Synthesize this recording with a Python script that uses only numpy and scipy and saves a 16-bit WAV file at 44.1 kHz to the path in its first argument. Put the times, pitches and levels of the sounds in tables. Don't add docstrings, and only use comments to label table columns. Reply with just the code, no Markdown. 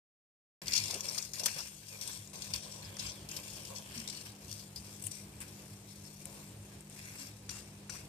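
import sys
import numpy as np
from scipy import signal
from scipy.fft import rfft, irfft
from scipy.io import wavfile
from scipy.ndimage import map_coordinates

SR = 44100
rng = np.random.default_rng(int(sys.argv[2]) if len(sys.argv) > 2 else 0)


def transcribe(signal):
    frames = np.atleast_2d(signal).T
    limited = np.clip(frames, -1, 1)
    pcm = np.round(limited * 32767).astype(np.int16)
    wavfile.write(sys.argv[1], SR, pcm)


N = 356328
TIME = np.arange(N) / SR
FREQ = np.maximum(np.arange(N // 2 + 1) * SR / N, 1)

# f/Hz, level/dB
TOWN_COLOUR = [(25, -33), (42, -9.5), (62, 4), (80, -2.5), (106, 7), (135, -2), (220, -7.5), (330, -3.5),
               (550, -10.5), (900, -14), (1400, -20), (3000, -19), (7000, -23.5), (14000, -32)]
# f/Hz, level/dB, waver/dB
HUM_LINES = [(100.6, -65.5, 2.8), (104.6, -64.5, 2.8), (150.5, -61, 1.9), (199.7, -59, 1.5),
             (302, -77.5, 4)]
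# t/s, f/Hz, level/dB
MOTOR_RUNDOWN = [(7.1, 291.6, -100), (7.17, 288, -61), (7.22, 274, -53), (7.33, 251.5, -70),
                 (7.42, 251, -63), (7.57, 246, -62), (7.68, 218, -64), (7.78, 208, -100)]
# t/s, level/dB, f/Hz
LOW_SWELLS = [(.785, -44.5, 105), (2.17, -47, 104), (2.535, -45, 64.4), (2.86, -41.5, 100.3),
              (3.964, -41, 226), (4.5, -44, 104), (4.762, -47, 70.5), (5.04, -42, 103), (5.7, -44, 102),
              (7.081, -50, 100)]
# t/s, length/s, level/dB
PALM_DRAGS = [(.617, 0.02, -57), (.85, 0.36, -56), (1.37, 0.11, -51.5), (1.56, 0.012, -53),
              (1.9, 0.2, -59.5), (2.33, 0.37, -57.5), (2.74, 0.42, -58.5), (3.28, 0.44, -60.5),
              (3.7, 0.14, -54), (4.2, 0.41, -66), (6.26, 0.14, -59)]
# f/Hz, level/dB
DRAG_COLOUR = [(40, -53), (150, 7.5), (330, -14.5), (540, 6), (680, -1.5), (800, -6), (1000, 3),
               (1300, -12.5), (2500, -18)]
# t/s, level/dB, f/Hz, length/s
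FINGER_BUMPS = [(0.931, -31, 477, 0.0047), (0.949, -42.5, 447, 0.037), (1.173, -42, 1040, 0.014),
                (1.427, -38, 460, 0.0098), (1.458, -28, 1100, 0.0087), (1.48, -30, 2120, 0.0092),
                (1.585, -43.5, 970, 0.028), (2.967, -41.5, 1300, 0.0075), (5.407, -45.5, 2220, 0.025),
                (7.49, -37, 1510, 0.006), (7.52, -51.5, 1440, 0.11), (7.894, -35.5, 1434, 0.0071)]
# t/s, level/dB, length/s
SEAM_CREAKS = [(1.452, -26, 0.0046), (5.023, -30.5, 0.0058), (5.038, -32.5, 0.037), (5.064, -29.5, 0.013),
               (5.402, -35.5, 0.03)]
# t/s, level/dB
SEAM_TICKS = [(1.458, -24), (5.0695, -13.5), (6.2562, -19.5), (6.808, -30), (6.899, -30)]
# t/s, level/dB, decay/s
CASE_CLACKS = [(7.494, -34, 0.0074), (7.897, -36.5, 0.013)]
# f/Hz, level/dB, share of the decay, left over right/dB
CASE_MODES = [(1450, -8, 0.5, 5), (2248, -8, .4, 2), (3980, -9, 0.4, 12), (4640, -5, 1.0, 15),
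              (5820, 3.5, 0.75, 17), (7400, -9, .3, 14), (8950, -6, .3, 12)]
# f/Hz, level/dB
SHELL_COLOUR = [(40, -32), (200, 3.5), (400, -10.5), (560, 1), (780, -12.5), (1000, 3.5), (1280, -5),
                (1600, 6.5), (1950, 1), (2350, 11.5), (2750, 8), (3050, -23), (3500, -6), (5000, -1.5)]
# t/s, f/Hz, level/dB
FINGER_HOLLOW = [(1.3, 2328, -7.5), (2.2, 3487, -6), (3.1, 3410, -2), (4.15, 3014, -3), (4.7, 3600, -14),
                 (7.9, 695, -17), (7.95, 1003, 1), (7.975, 2300, -0.5), (8.07, 2590, -13)]
# t/s, level/dB, f/Hz, length/s, left over right/dB
SKIN_CHIRPS = [(0.724, -34, 4350, 0.005, 18), (0.734, -32, 4470, 0.008, 18), (0.785, -30, 5000, 0.0081, 18),
               (1.044, -53.5, 544, 0.1, 0.5), (2.823, -46, 4220, 0.0083, 12),
               (2.843, -43.5, 4930, 0.022, 16), (4.761, -45, 4950, 0.028, 12),
               (6.043, -51, 5300, 0.035, 20), (7.918, -49, 5830, 0.074, 26)]
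# t/s, level/dB, length/s, favoured f/Hz
SKIN_SNAGS = [(.618, -34, 0.0047, 4600), (0.657, -36, .0057, 4800), (.669, -33, .007, 4700),
              (.68, -21, 0.0048, 4700), (0.709, -29, .005, 7200), (.721, -24, .004, 4400),
              (0.733, -20.5, 0.0079, 4900), (0.752, -21, .007, 4870), (0.762, -23, 0.0084, 4750),
              (0.776, -19, 0.0075, 4700), (0.8, -30, 0.0045, 4500), (.819, -41, .003, 5600),
              (0.837, -27, .0054, 5500), (0.857, -29.5, .005, 5800), (.881, -28, .004, 4900),
              (0.908, -23.5, 0.0048, 5650), (.941, -28.5, 0.0084, 5300), (1.006, -26, 0.0053, 5500),
              (1.053, -31, .006, 3280), (1.084, -32.5, .0087, 5600), (1.096, -29, .003, 5700),
              (1.111, -35, .003, 5500), (1.13, -32, .003, 5700), (1.145, -31, 0.0051, 5800),
              (1.179, -24, 0.011, 5200), (1.225, -31, .0043, 5700), (1.249, -33, .004, 5900),
              (1.334, -30, 0.0049, 5770), (1.383, -34, .004, 4300), (1.395, -26.5, .012, 5400),
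              (1.434, -28, 0.01, 6200), (1.458, -12.5, 0.0093, 9100), (1.584, -32, 0.019, 5300),
              (1.605, -32, 0.0043, 5700), (1.671, -37, 0.0056, 5600), (1.883, -37, .003, 8800),
              (1.937, -41, .0027, 6200), (2.012, -29.5, 0.0055, 4660), (2.074, -27.5, 0.0094, 8950),
              (2.273, -40, .005, 6200), (2.355, -33, 0.0054, 5800), (2.408, -40, .005, 8000),
              (2.42, -26.5, 0.0071, 4400), (2.443, -39, .0045, 7000), (2.536, -21.5, 0.0058, 5350),
              (2.56, -25.5, 0.0042, 3500), (2.722, -35, .004, 4900), (2.967, -34, .0046, 5170),
              (2.993, -29, 0.013, 5000), (3.018, -42, .004, 4300), (3.063, -33, 0.011, 6000),
              (3.094, -35, 0.011, 6000), (3.118, -34, .003, 4300), (3.288, -34.5, .008, 4470),
              (3.313, -34, 0.0059, 5800), (3.364, -30.5, 0.01, 4510), (3.5, -40, .0054, 5600),
              (3.651, -33.5, 0.0057, 5600), (3.671, -40, .004, 5600), (3.761, -33, 0.0037, 4830),
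              (3.783, -36, .005, 5600), (3.977, -33, 0.0072, 5700), (3.999, -31, 0.0071, 5300),
              (4.075, -27.5, 0.0061, 3860), (4.085, -32, 0.0045, 4100), (4.098, -30.5, 0.0085, 4600),
              (4.125, -41, .008, 4600), (4.148, -35, 0.0043, 5200), (4.172, -34, 0.0044, 5300),
              (4.21, -40.5, .004, 3400), (4.48, -39, .0064, 5600), (4.512, -33, .006, 5400),
              (4.526, -31, 0.0054, 5230), (4.759, -33, 0.0055, 4900), (5.113, -33, 0.0084, 8500),
              (5.15, -39.5, .0067, 8500), (7.185, -40, .007, 5600), (7.269, -39, 0.0053, 5630),
              (7.492, -30, 0.0057, 5200), (7.51, -37, .003, 5000), (7.896, -33.5, .006, 7500)]
# t/s, length/s, scrape level/dB, rub level/dB
FINGER_STROKES = [(.617, 0.0077, -49, -50.5), (.66, 0.082, -41, -46.5), (.73, 0.036, -33, -43),
                  (.81, 0.17, -39.5, -50.5), (1.03, 0.21, -39.5, -50.5), (1.335, 0.26, -40.5, -52.5),
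                  (1.46, 0.011, -35.5, -44), (1.55, 0.12, -43, -53.5), (1.67, 0.19, -49.5, -63),
                  (1.86, 0.18, -46, -60), (2.015, 0.15, -41.5, -54.5), (2.19, 0.076, -50, -63),
                  (2.33, 0.13, -44.5, -58), (2.425, 0.12, -44.5, -54), (2.535, 0.017, -39, -42.5),
                  (2.62, 0.17, -45, -56.5), (2.82, 0.25, -53.5, -54.5), (2.985, 0.11, -39.5, -50.5),
                  (3.14, 0.085, -53, -63.5), (3.29, 0.1, -44, -52.5), (3.43, 0.28, -44, -56.5),
                  (3.75, 0.013, -41, -55), (3.82, 0.24, -50, -56.5), (3.94, 0.073, -44.5, -50),
                  (4.075, 0.14, -46.5, -56), (4.25, 0.016, -45, -53.5), (4.41, 0.058, -51, -62),
                  (4.485, 0.074, -43.5, -65), (4.585, 0.019, -44, -70), (4.76, 0.025, -45.5, -67),
                  (4.84, 0.25, -49.5, -59.5), (5.11, 0.071, -46.5, -61), (5.403, 0.034, -52, -52),
                  (5.46, 0.32, -53.5, -66.5), (5.87, 0.36, -52, -70), (6.25, 0.23, -51, -61),
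                  (6.9, 0.053, -52.5, -64), (6.96, 0.33, -49, -55.5), (7.19, 0.036, -43.5, -51),
                  (7.493, 0.083, -40.5, -55), (7.897, 0.083, -43.5, -53)]
# f/Hz, level/dB
LEFT_PORT_COLOUR = [(1500, -25.5), (3000, -9.5), (3900, -3), (4600, -2.5), (5600, 1), (6300, -2),
                    (7600, -2), (8900, 2), (9900, -9), (12000, -8.5), (13800, -13)]
# f/Hz, level/dB
RIGHT_PORT_COLOUR = [(1500, -17.5), (3200, -9.5), (4200, -10), (5600, -13.5), (6600, -13.5), (9500, -25),
                     (12000, -11), (13800, -21)]
# f/Hz, width/Hz, level/dB
CASE_RESONANCES = [(2750, 31, 10), (3380, 40, 4.5), (4390, 32, -3), (4520, 50, 2.5), (4570, 100, -8),
                   (4887, 103, 3.5), (5150, 50, -1), (5330, 94, 1.5), (5590, 40, 0.5), (5780, 220, -1.5),
                   (6280, 40, 6), (6820, 35, 8), (7170, 21, 2), (7500, 37, 4)]
# t/s, level/dB
SCRAPE_TREBLE = [(.65, -3), (1.3, 2.5), (1.55, -0.5), (2.05, 2), (2.55, -5), (3.1, -8), (3.35, 4.5),
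                 (4.1, -6.5), (4.55, 1), (6.3, 1), (7.5, -4)]


def undb(db):
    return 10 ** (np.asarray(db) / 20)


def unit(x):
    return x / np.sqrt(np.mean(x ** 2))


def curves(rows):
    times, *columns = np.transpose(rows)
    return [np.interp(TIME, times, column) for column in columns]


def walk(rate):
    knots = rng.standard_normal(4096)
    return np.sqrt(2) * np.interp(TIME * rate, np.arange(len(knots)), knots)


def colour(points):
    hz, db = np.transpose(points)
    cepstrum = irfft(np.log(undb(np.interp(np.log(FREQ), np.log(hz), db))), N)
    cepstrum[1:N // 2] *= 2
    cepstrum[N // 2 + 1:] = 0
    return np.exp(rfft(cepstrum))


def resonance(hz, width):
    return 1 / (1 + 1j * (FREQ ** 2 - hz ** 2) / (FREQ * width))


def through(x, response):
    return irfft(rfft(x) * response / np.sqrt(np.mean(np.abs(response) ** 2)), N)


def ports(left_db):
    return undb([[0], [-left_db]])


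def burst(start, length, rise_s=.0006, tail_db=-22, tail_s=.077):
    out = np.zeros(N)
    first = int(start * SR)
    age = TIME[:min(SR // 4, N - first)]
    rise = 1 - np.exp(-age / rise_s)
    fall = np.exp(-(age / length) ** 3) + undb(tail_db) * np.exp(-age / tail_s)
    out[first:first + len(age)] = rise * fall
    return out


def gesture(start, length, attack_s, release_s, sag_db_per_s=0):
    age = np.maximum(TIME - start, 0)
    attack = 1 - np.exp(-age / attack_s)
    release = np.exp(-np.maximum(age - length, 0) / release_s)
    return attack * undb(-sag_db_per_s * age) * release


def sliding_db(rows, *rest_db):
    power = undb(rest_db)[:, None] ** 2
    for start, length, *db in rows:
        slide = gesture(start, length, attack_s=.0018, release_s=.044, sag_db_per_s=10)
        power = power + np.outer(undb(db), slide) ** 2
    return 10 * np.log10(power)


def slips(rate, spread_db, share=.37, lag_s=.000227):
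    happens = rng.random(N) < rate / SR
    size = undb(spread_db * np.minimum(rng.exponential(size=N), 4))
    left, right_only = happens * size * rng.standard_normal((2, N))
    late = np.interp(TIME - lag_s, TIME, left)
    right = share * late + np.sqrt(1 - share ** 2) * right_only
    return unit(np.array([left, right]))


def shifting_gaps(x, depth_db, rate, band_hz):
    hz, times, spectra = signal.stft(x, SR, nperseg=256)
    field = rng.standard_normal((512, 512))
    grid = np.meshgrid(hz / band_hz, times * rate, indexing="ij")
    swell = map_coordinates(field, grid, order=1, mode="wrap")
    return signal.istft(spectra * undb(depth_db * swell), SR, nperseg=256)[1][..., :N]


def town(level_db=-56, wide_hz=800, throb_db=2, throb_hz=130, waver_db=1.3):
    mid, side = rfft(rng.standard_normal((2, N)))
    apart = FREQ / np.hypot(FREQ, wide_hz)
    noise = irfft(mid * np.sqrt(2 - apart ** 2) + side * apart * np.array([[1], [-1]]), N)
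    wash = unit(through(noise, colour(TOWN_COLOUR)))
    bass = irfft(rfft(wash) / (1 + (FREQ / throb_hz) ** 6), N)
    gain = undb(level_db + waver_db * walk(13))
    return (wash - bass + bass * undb(throb_db * walk(18))) * gain


def mains_hum(drift_rad=.72, flutter_rad=.25):
    out = np.zeros(N)
    for hz, db, waver_db in HUM_LINES:
        rms = undb(db + waver_db * walk(16))
        phase = 2 * np.pi * hz * TIME + drift_rad * walk(7) + flutter_rad * walk(35)
        out += np.sqrt(2) * rms * np.sin(phase)
    return out


def far_motor(octave_db=-13, waver_db=2, wander=.0068):
    hz, db = curves(MOTOR_RUNDOWN)
    phase = 2 * np.pi * np.cumsum(hz * (1 + wander * walk(60))) / SR
    return undb(db + waver_db * walk(25)) * (np.sin(phase) + undb(octave_db) * np.sin(2 * phase))


def low_swells(gain_db=-1, attack_s=.012, decay_s=.03):
    out = np.zeros(N)
    for start, db, hz in LOW_SWELLS:
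        envelope = gesture(start, 2 * attack_s, attack_s, decay_s)
        out += undb(db + gain_db) * envelope * np.sin(2 * np.pi * hz * (TIME - start))
    return out


def palm(rest_db=-73, jerk_db=2):
    thrum = through(slips(1200, 1.6), colour(DRAG_COLOUR))
    thrum = shifting_gaps(thrum, depth_db=4, rate=17, band_hz=160)
    return thrum * ports(.34) * undb(sliding_db(PALM_DRAGS, rest_db) + jerk_db * walk(35))


def bumps(gain_db=-10):
    grains = slips(4000, .66)
    grains = unit(grains + .5 * grains[::-1])
    return sum(undb(db + gain_db) * through(grains * burst(start, length), resonance(hz, hz) ** 2)
               for start, db, hz, length in FINGER_BUMPS)


def seam(creak_db=-7, tick_db=7, knock_db=-11, edge_db=-9):
    creaks = sum(undb(db + creak_db) * burst(start, length) for start, db, length in SEAM_CREAKS)
    push = slips(3500, .66) * creaks
    for start, db in SEAM_TICKS:
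        push[:, int(start * SR)] += undb(db + tick_db)
    ring = resonance(8700, 2900) ** 2
    knock = undb(knock_db) * resonance(2840, 500)
    edge = undb(edge_db) * resonance(13900, 2300)
    return through(push, ring + knock + edge) * ports(12)


def clacks(attack_s=.0008):
    out = np.zeros((2, N))
    age = TIME[:SR // 8]
    attack = 1 - np.exp(-age / attack_s)
    for start, db, decay_s in CASE_CLACKS:
        first = int(start * SR)
        for hz, mode_db, decay_share, left_db in CASE_MODES:
            envelope = attack * np.exp(-age / (decay_s * decay_share))
            ring = envelope * np.sin(2 * np.pi * (hz * age + rng.random()))
            out[:, first:first + len(age)] += ports(left_db) * undb(db + mode_db) * ring
    return out


def rub(rub_db, jerk_db=2, hollow_db=-2, hollow_width_hz=600, wander=.05):
    hz, share_db = curves(FINGER_HOLLOW)
    phase = 2 * np.pi * np.cumsum(hz * (1 + wander * walk(14))) / SR
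    shell = through(slips(1500, .37), colour(SHELL_COLOUR))
    shell = shifting_gaps(shell, depth_db=4, rate=11, band_hz=207.8)
    flutter = through(slips(4000, .98), 1 / (1 + (2 * FREQ / hollow_width_hz) ** 2))
    hollow = np.sqrt(2) * flutter * np.sin(phase) * undb(share_db + hollow_db)
    return (shell + hollow) * undb(rub_db + jerk_db * walk(70))


def chirps(width_hz=150):
    grains = slips(5500, 1.4)
    return sum(ports(left_db) * undb(db) * through(grains * burst(start, length), resonance(hz, width_hz))
               for start, db, hz, length, left_db in SKIN_CHIRPS)


def cracks(gain_db=-11, hardness=1.8, ring_hz=12500, width_hz=5000):
    grains = slips(9000, .5)
    releases = sum(undb(hardness * db + gain_db) * burst(start, length)
                   for start, db, length, _ in SKIN_SNAGS)
    return through(grains * releases, resonance(ring_hz, width_hz) ** 2) * ports(4.9)


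def snags(ring_db=5, width_hz=1500):
    out = np.zeros((2, N))
    grains = slips(20000, .3)
    for start, db, length, hz in SKIN_SNAGS:
        span = slice(int(start * SR), int(start * SR) + SR // 4)
        push = undb(db) * grains[:, span] * burst(start, length)[span]
        ring = signal.lfilter(*signal.iirpeak(hz, hz / width_hz, fs=SR), push)
        out[:, span] += push + undb(ring_db) * ring
    return out


def stick_slip(rate=48, jump=.45, relax_s=.009):
    gaps, sizes = rng.random((2048, 2)).T
    starts = np.cumsum((.5 + gaps) / rate)
    last = np.searchsorted(starts, TIME)
    age = TIME - np.append(0, starts)[last]
    return unit(1 + jump * (.5 + sizes[last]) * np.exp(-(age / relax_s) ** 2))


def scrape(scrape_db, slide_db=-5, snag_db=-12.5, jerk_db=.87, medium_touch_db=-39.5, half_ring_db=-55.5):
    sliding = slips(10000, .5) * stick_slip() * undb(scrape_db + slide_db + jerk_db * walk(90))
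    snagging = undb(snag_db) * snags()
    port_colours = np.array([colour(LEFT_PORT_COLOUR), colour(RIGHT_PORT_COLOUR)])
    spectrum = rfft(through(sliding + snagging, port_colours))
    ringing = sum(irfft(spectrum * resonance(hz, width), N) * undb(db + 2 * walk(6.1))
                  for hz, width, db in CASE_RESONANCES)
    fine_band = FREQ ** 8 / (FREQ ** 8 + 7000. ** 8)
    fine_gain = undb(.3665 * (medium_touch_db - scrape_db))
    direct = irfft(spectrum * (1 - fine_band), N) + irfft(spectrum * fine_band, N) * fine_gain
    treble_band = FREQ ** 16 / (FREQ ** 16 + 10000. ** 16)
    treble_gain = undb(curves(SCRAPE_TREBLE)[0])
    direct += irfft(rfft(direct) * treble_band, N) * (treble_gain - 1)
    contact = 1 / (1 + undb(half_ring_db - scrape_db))
    shell = undb(-19) * through(snagging, colour(SHELL_COLOUR))
    return shifting_gaps(.79 * (direct + contact * ringing) + shell, depth_db=3.5, rate=22, band_hz=258.1)


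def scene(creep_scrape_db=-59, creep_rub_db=-66.5, shade_db=-4.5):
    scrape_db, rub_db = sliding_db(FINGER_STROKES, creep_scrape_db, creep_rub_db)
    hand = scrape(scrape_db) + cracks() + rub(rub_db) + palm() + bumps() + chirps()
    case = clacks() + seam()
    covered = gesture(start=.85, length=1.23, attack_s=.15, release_s=.15)
    background = (town() + mains_hum()) * undb(shade_db * covered) + far_motor() + low_swells()
    return background + case + hand


def record(dry, open_s=.617, top_hz=14350):
    lowpass = signal.ellip(10, .2, 70, top_hz, fs=SR, output="sos")
    return signal.sosfilt(lowpass, dry * (TIME >= open_s))


dry = scene()
out = record(dry)
transcribe(out)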